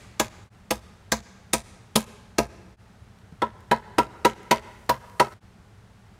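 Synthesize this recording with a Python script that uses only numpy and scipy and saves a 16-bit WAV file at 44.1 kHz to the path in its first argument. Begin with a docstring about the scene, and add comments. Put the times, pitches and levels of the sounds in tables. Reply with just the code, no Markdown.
"""A hammer drives nails into a wooden stair stringer beside a house wall, heard from some metres off outdoors.
From the start each blow is a noisy crack, a short nail ring and a set of board modes; ground, wall and
stacks throw sharp echoes, and far buildings and trees a soft late wash. Shaped noise hums below as traffic.
The scene changes three times, with a fade out and in. After the second change the blows sound different,
tools tick in noise puffs, one low bump rings and a faint treble rustle grows until the last change."""
import sys
import numpy as np
from scipy import signal
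from scipy.fft import rfft, irfft
from scipy.io import wavfile

SR = 44100
rng = np.random.default_rng(int(sys.argv[2]) if len(sys.argv) > 2 else 0)


def waveform_to_disk(signal):
    """Save audio, clipped to [-1, 1], as 16-bit WAV at the path in sys.argv[1]."""
    frames = np.transpose(np.atleast_2d(signal))
    scaled = np.clip(frames, -1, 1) * 32767
    samples = np.round(scaled).astype(np.int16)
    wavfile.write(sys.argv[1], SR, samples)


def linear_from_db(decibels):
    """Turn decibels (scalar or array-like) into linear amplitude factors; 0 gives 1."""
    return 10 ** (np.asarray(decibels, float) / 20)


N = 272971   # length of the sound [samples]
TAIL = int(0.6 * SR)   # longest echo [samples]

# changes of scene: (earlier echoes end [s], fade out starts [s], silence [s], fade in ends [s])
SCENE_CHANGES = [(.44, .455, .498, .535), (2.765, 2.73, 2.765, 2.81), (5.339, 5.365, 5.402, 5.43)]


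def ring(push, hz, t60):
    """A resonance: a unit click sets off a sine of height 1 that falls 60 dB in t60 seconds."""
    radius = linear_from_db(-60 / (t60 * SR))
    turn = 2 * np.pi * hz / SR   # angle per sample
    # the tiny offset keeps the filter away from extremely small numbers
    return signal.lfilter([0, np.sin(turn)], [1, -2 * radius * np.cos(turn), radius ** 2], push + 1e-18)


def blow(board_db, crack_db, nail_hz, nail_db, second, lead_s):
    """One strike sets crack, nail and board sounding; the hard contact comes lead_s after the start."""
    # board modes: (pitch [Hz], time to fall 60 dB [s],
    #               level over the board level at the first spot [dB], the same at the second spot [dB])
    board_modes = [(60.7, 0.35, -9, -18), (130.8, 0.23, -11, -14), (221.1, 0.14, 1, -2),
                   (337.4, 0.087, 4.5, 2), (418.3, 0.07, 2, 3.5), (500.3, 0.056, 6, 3.5),
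                   (551.6, 0.06, 4, 3.5), (628.3, 0.15, -2.5, -1), (693, 0.11, -1.5, -6.5),
                   (778, 0.029, 2, 6), (862, 0.078, 3.5, 2), (1039, 0.089, -2.5, 1),
                   (1235, 0.04, -0.5, 0.5), (1336, 0.081, -6.5, -1), (1537, 0.019, -1, -2),
                   (1643, 0.037, 0, -1.5), (1863, 0.0077, 2, 5), (2507, 0.01, -6.5, -45)]
    # the board yields this long before the hard contact: [first spot [s], second spot [s]]
    board_early_s = [0.00114, 0.002093]
    # loudest mode over the board level of a usual blow: [first spot [dB], second spot [dB]]
    loud_over_board_db = [-1, 8.5]
    crack_low_hz, crack_top_hz = 1200, [8350, 2990][second]
    uneven_db, detune = 2.8, 0.012   # detune is a fraction of the pitch
    loud_hz, loud_split_hz, loud_t60_s = 968, 33, 0.08
    usual_board_db = [-26, -18.5][second]
    loud_follows = 1.1   # dB per dB of board level: firmer blows favour the loudest mode

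    t = np.arange(int(0.25 * SR)) / SR - lead_s
    click, push = np.zeros((2, len(t)))
    click[int(lead_s * SR)] = 1
    push[int((lead_s - board_early_s[second]) * SR)] = 1

    # faint noise rises just before the contact
    lead_noise = np.where(t < 0, linear_from_db(-27 + 2500 * t), 0) * rng.standard_normal(len(t))
    contact = click + lead_noise
    band = signal.butter(1, [crack_low_hz, crack_top_hz], "band", fs=SR, output="sos")
    out = linear_from_db(crack_db + 15) * signal.sosfilt(band, contact)
    # the gripped nail falls 60 dB within ten cycles
    out += linear_from_db(nail_db) * ring(contact, nail_hz, 10 / nail_hz)

    # mode pitches and levels vary a little by chance from blow to blow
    level_change_db = uneven_db * rng.standard_normal(len(board_modes))
    shift = detune * rng.standard_normal(len(board_modes))
    for k, (hz, t60, *spot_db) in enumerate(board_modes):
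        mode_db = board_db + spot_db[second] + level_change_db[k]
        out += (-1) ** k * linear_from_db(mode_db) * ring(push, hz * (1 + shift[k]), t60)

    # the loudest mode is a close pair, pushed in opposite directions, that swells and beats
    loud_db = usual_board_db + loud_follows * (board_db - usual_board_db) + loud_over_board_db[second]
    for sign in (1, -1):
        out += sign * linear_from_db(loud_db) * ring(push, loud_hz + sign * loud_split_hz / 2, loud_t60_s)
    return out


def scatter(t):
    """Strength of scattered paths by delay: rough ground, stacks, yard, then the far wash."""
    ground_db, ground_s, ground_spread_s = -13.5, 0.0014, 0.00094   # just under the blow
    stacks_db, stacks_t60_s = -22.5, 0.096   # wall and timber stacks close by
    yard_db, yard_t60_s = -32.5, 0.21
    yard_end_s, yard_edge_s = 0.093, 0.0021   # the yard stops at its far side
    far_db, far_start_s, far_swell_s, far_t60_s = -51.5, 0.091, 0.024, 1   # far buildings and trees

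    ground = linear_from_db(ground_db) * np.exp(-((t - ground_s) / ground_spread_s) ** 2)
    stacks = linear_from_db(stacks_db - 60 * t / stacks_t60_s)
    yard_gate = (1 - np.tanh((t - yard_end_s) / yard_edge_s)) / 2
    yard = linear_from_db(yard_db - 60 * t / yard_t60_s) * yard_gate
    late = np.maximum(t - far_start_s, 0)
    far = linear_from_db(far_db - 60 * late / far_t60_s) * (1 - np.exp(-late / far_swell_s))
    return np.sqrt(ground ** 2 + stacks ** 2 + yard ** 2 + far ** 2)


def site(sound):
    """Adds mirror echoes and scattered noise paths to the direct sound; longer scattered paths lose treble."""
    # echoes from rough faces: (delay [s], level on the scattered treble [dB], length of the smear [s])
    rough_echoes = [(.006, -14.5, 0.00077), (0.048, -32.5, 0.00087), (0.06, -37, .0005), (.070, -38, .0005),
                    (0.084, -38.5, 0.00037)]
    # mirror echoes from ground and wall: (delay [s], level [dB], treble cut [Hz])
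    mirrors = [(.0062, -8, 14520), (0.01338, -5.5, 2574)]
    # near clutter scatters only above this pitch, for about this long
    small_things_hz, small_things_s = 1900, 0.03
    large_faces_db = -3   # the lower pitches, which come in later
    air_loss_db, air_knee_hz = 42.5, 10700   # dB lost per second of travel at the knee
    first_knock_s = 0.025   # scattered paths carry mostly the first, broad part of the knock

    t = np.arange(TAIL) / SR
    noise = rng.standard_normal(TAIL)
    treble = signal.sosfilt(signal.butter(4, small_things_hz, "high", fs=SR, output="sos"), noise)
    lows = signal.sosfilt(signal.butter(4, small_things_hz, fs=SR, output="sos"), noise)
    near = np.exp(-(t / small_things_s) ** 2)
    paths = (treble + linear_from_db(large_faces_db) * (1 - near) * lows) * scatter(t)
    for s, db, length_s in rough_echoes:
        paths += linear_from_db(db) * treble * (t >= s) * np.exp(-np.abs(t - s) / length_s)

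    # air loss grows with delay and rises steeply with pitch
    hz, delay, cells = signal.stft(paths, SR, nperseg=256)
    loss_db = air_loss_db * np.outer((hz / air_knee_hz) ** 3, delay)
    paths = signal.istft(cells * linear_from_db(-loss_db), SR, nperseg=256)[1][:TAIL]

    first = sound * np.exp(-t[:len(sound)] / first_knock_s)
    out = signal.fftconvolve(first, paths)[:TAIL]
    out[:len(sound)] += sound
    for s, db, cut_hz in mirrors:
        dull = signal.lfilter(*signal.butter(1, cut_hz, fs=SR), sound)
        start = int(s * SR)
        out[start:start + len(sound)] += linear_from_db(db) * dull
    return out


def hammer():
    """Places all blows in time; a change of scene cuts off the echoes still sounding."""
    # blows: (time [s], board level [dB], crack level before a common 15 dB lift [dB],
    #         nail ring [Hz], nail ring level [dB])
    blows = [(-.115, -27.5, -9.5, 7500, -23), (0.1986, -25.5, -11.5, 7240, -13.5),
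             (0.7087, -28.5, -13.5, 5200, -41), (1.1206, -26, -14, 7000, -10),
             (1.5341, -25.5, -12, 9100, -8), (1.9583, -24.5, -8.5, 11500, -13),
             (2.3845, -23, -15.5, 6400, -22), (3.4212, -26, -22, 3350, -23.5), (3.715, -21, -12, 4170, -36),
             (3.9847, -20, -7.5, 5200, -31.5), (4.2504, -20, -4, 6800, -27), (4.5126, -20, -3.5, 4570, -21),
             (4.8949, -21.5, -9, 14600, -17.5), (5.1998, -20, -6, 7000, -33.5)]
    lead_s, second_spot_s = 0.0035, 3   # later blows strike the second spot
    out = np.zeros(N + 2 * TAIL)   # with room for a blow before the start
    for s, *strength in blows:
        heard = site(blow(*strength, int(s > second_spot_s), lead_s))
        end = min([change[0] for change in SCENE_CHANGES if change[0] > s] + [s + 1])
        heard = heard[:int((end - s + lead_s) * SR)]
        start = TAIL + int((s - lead_s) * SR)
        out[start:start + len(heard)] += heard
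    return out[TAIL:TAIL + N]


def rms_one(x):
    """Scales a sound to unit power."""
    return x / np.sqrt(np.mean(x ** 2) + 1e-20)


def coloured(spectrum, size):
    """Noise of unit power whose spectrum follows (Hz, dB) points along a log-frequency axis."""
    hz, db = np.transpose(spectrum)
    grid = np.maximum(np.fft.rfftfreq(size, 1 / SR), 1)
    shape = linear_from_db(np.interp(np.log(grid), np.log(hz), db))
    return rms_one(irfft(rfft(rng.standard_normal(size)) * shape, size))


def traffic():
    """Far road noise with a slightly lumpy bass, plus two engine drones made by narrow noise resonances."""
    # shape of the road noise: (pitch [Hz], relative level per Hz [dB])
    road_spectrum = [(15, -34.5), (25, -11.5), (114, -1.5), (142, -20.5), (187, -4), (252, -28.5),
                     (433, -18), (483, -24), (878, -21.5), (952, -25), (1390, -24.5), (2600, -32),
                     (9080, -42.5), (15200, -54.5), (16500, -55)]
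    # engine drones: (pitch [Hz], width [Hz], rms level [dB])
    drones = [(107.8, 61, -60), (217.8, 25, -64)]
    # road noise level before, between and after the changes of scene: one level [dB] for each
    shot_db = [-50, -51.5, -51.5, -52]
    lumpy_db = 0.7

    out = coloured(road_spectrum, N)
    slow = signal.butter(2, 8, fs=SR, output="sos")
    lumps = rms_one(signal.sosfilt(slow, rng.standard_normal(N)))
    bass = signal.sosfilt(signal.butter(1, 250, fs=SR, output="sos"), out)
    out = out + bass * (linear_from_db(lumpy_db * lumps) - 1)
    silences = [silent_s for _, _, silent_s, _ in SCENE_CHANGES]
    shot = np.searchsorted(silences, np.arange(N) / SR)
    out = out * linear_from_db(np.array(shot_db)[shot])
    for hz, width_hz, db in drones:
        out += linear_from_db(db) * rms_one(ring(rng.standard_normal(N), hz, 1.3 / width_hz))
    return out


def ticks():
    """Small ticks of tools: short noise puffs, a few octaves wide, that die away."""
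    # ticks: (time [s], level before the decay [dB], pitch near the top of the band [Hz],
    #         time to fall 60 dB [s])
    tick_list = [(3.188, -53, 4560, 0.0085), (3.323, -51, 600, .03), (3.605, -57, 12000, 0.023),
                 (4.432, -51, 11000, .008), (4.863, -52, 11000, 0.0091), (5.098, -45, 6060, 0.0071),
                 (5.323, -45, 1200, 0.034)]
    out = np.zeros(N)
    t = np.arange(TAIL // 4) / SR
    for s, db, hz, t60 in tick_list:
        band = signal.butter(1, [hz * 0.18, min(hz * 0.97, 20000)], "band", fs=SR, output="sos")
        puff = rms_one(signal.sosfilt(band, rng.standard_normal(len(t))))
        start = int(s * SR)
        out[start:start + len(t)] += puff * linear_from_db(db - 60 * t / t60)
    return out


def bump():
    """Something soft is set down: one click rings a few low cycles that die fast."""
    # the bump: (time [s], level before the decay [dB], pitch [Hz], time to fall 60 dB [s])
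    soft_bump = (3.324, -33, 170, .07)
    s, db, hz, t60 = soft_bump
    click = np.zeros(N)
    click[int(s * SR)] = 1
    return linear_from_db(db) * ring(click, hz, t60)


def rustle():
    """Faint treble noise, perhaps clothing, slightly uneven by chance and growing until it stops."""
    # treble band: [low edge [Hz], high edge [Hz]]
    rustle_hz = [5000, 11000]
    start_s, end_s = 3.6, 5.339
    start_db, growth_db, uneven_db = -79.5, 15, 0.5
    t = np.arange(N) / SR
    band = signal.butter(1, rustle_hz, "band", fs=SR, output="sos")
    hiss = rms_one(signal.sosfilt(band, rng.standard_normal(N)))
    slow = signal.butter(2, 10, fs=SR, output="sos")
    uneven = rms_one(signal.sosfilt(slow, rng.standard_normal(N)))
    rise_db = np.interp(t, [start_s, end_s], [0, growth_db])
    level = linear_from_db(start_db + rise_db + uneven_db * uneven)
    return hiss * level * (t > start_s) * (t < end_s)


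def scene():
    """Adds up hammer, ticks, soft bump, traffic and rustle as one channel."""
    return (hammer() + ticks() + bump() + traffic() + rustle())[None]


def band_limit(x):
    """A steep low-pass at the top of the band."""
    return signal.sosfilt(signal.butter(12, 16970, fs=SR, output="sos"), x)


def record(dry):
    """The microphone cuts the bass, changes of scene fade, peaks are rounded and the top treble is cut."""
    mic_low_hz, treble_cut_hz = 39.7, 17200
    t = np.arange(N) / SR
    gain = 1
    for _, out_s, silent_s, in_s in SCENE_CHANGES:
        gain = gain * np.interp(t, [out_s, silent_s, in_s], [1, 0, 1]) ** 0.91   # slightly curved fades
    x = signal.sosfilt(signal.butter(2, mic_low_hz, "high", fs=SR, output="sos"), dry)
    x = np.tanh(x * gain)
    x = signal.sosfilt(signal.cheby2(8, 50, treble_cut_hz, fs=SR, output="sos"), x)
    return band_limit(x)


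dry = scene()
out = record(dry)
waveform_to_disk(out)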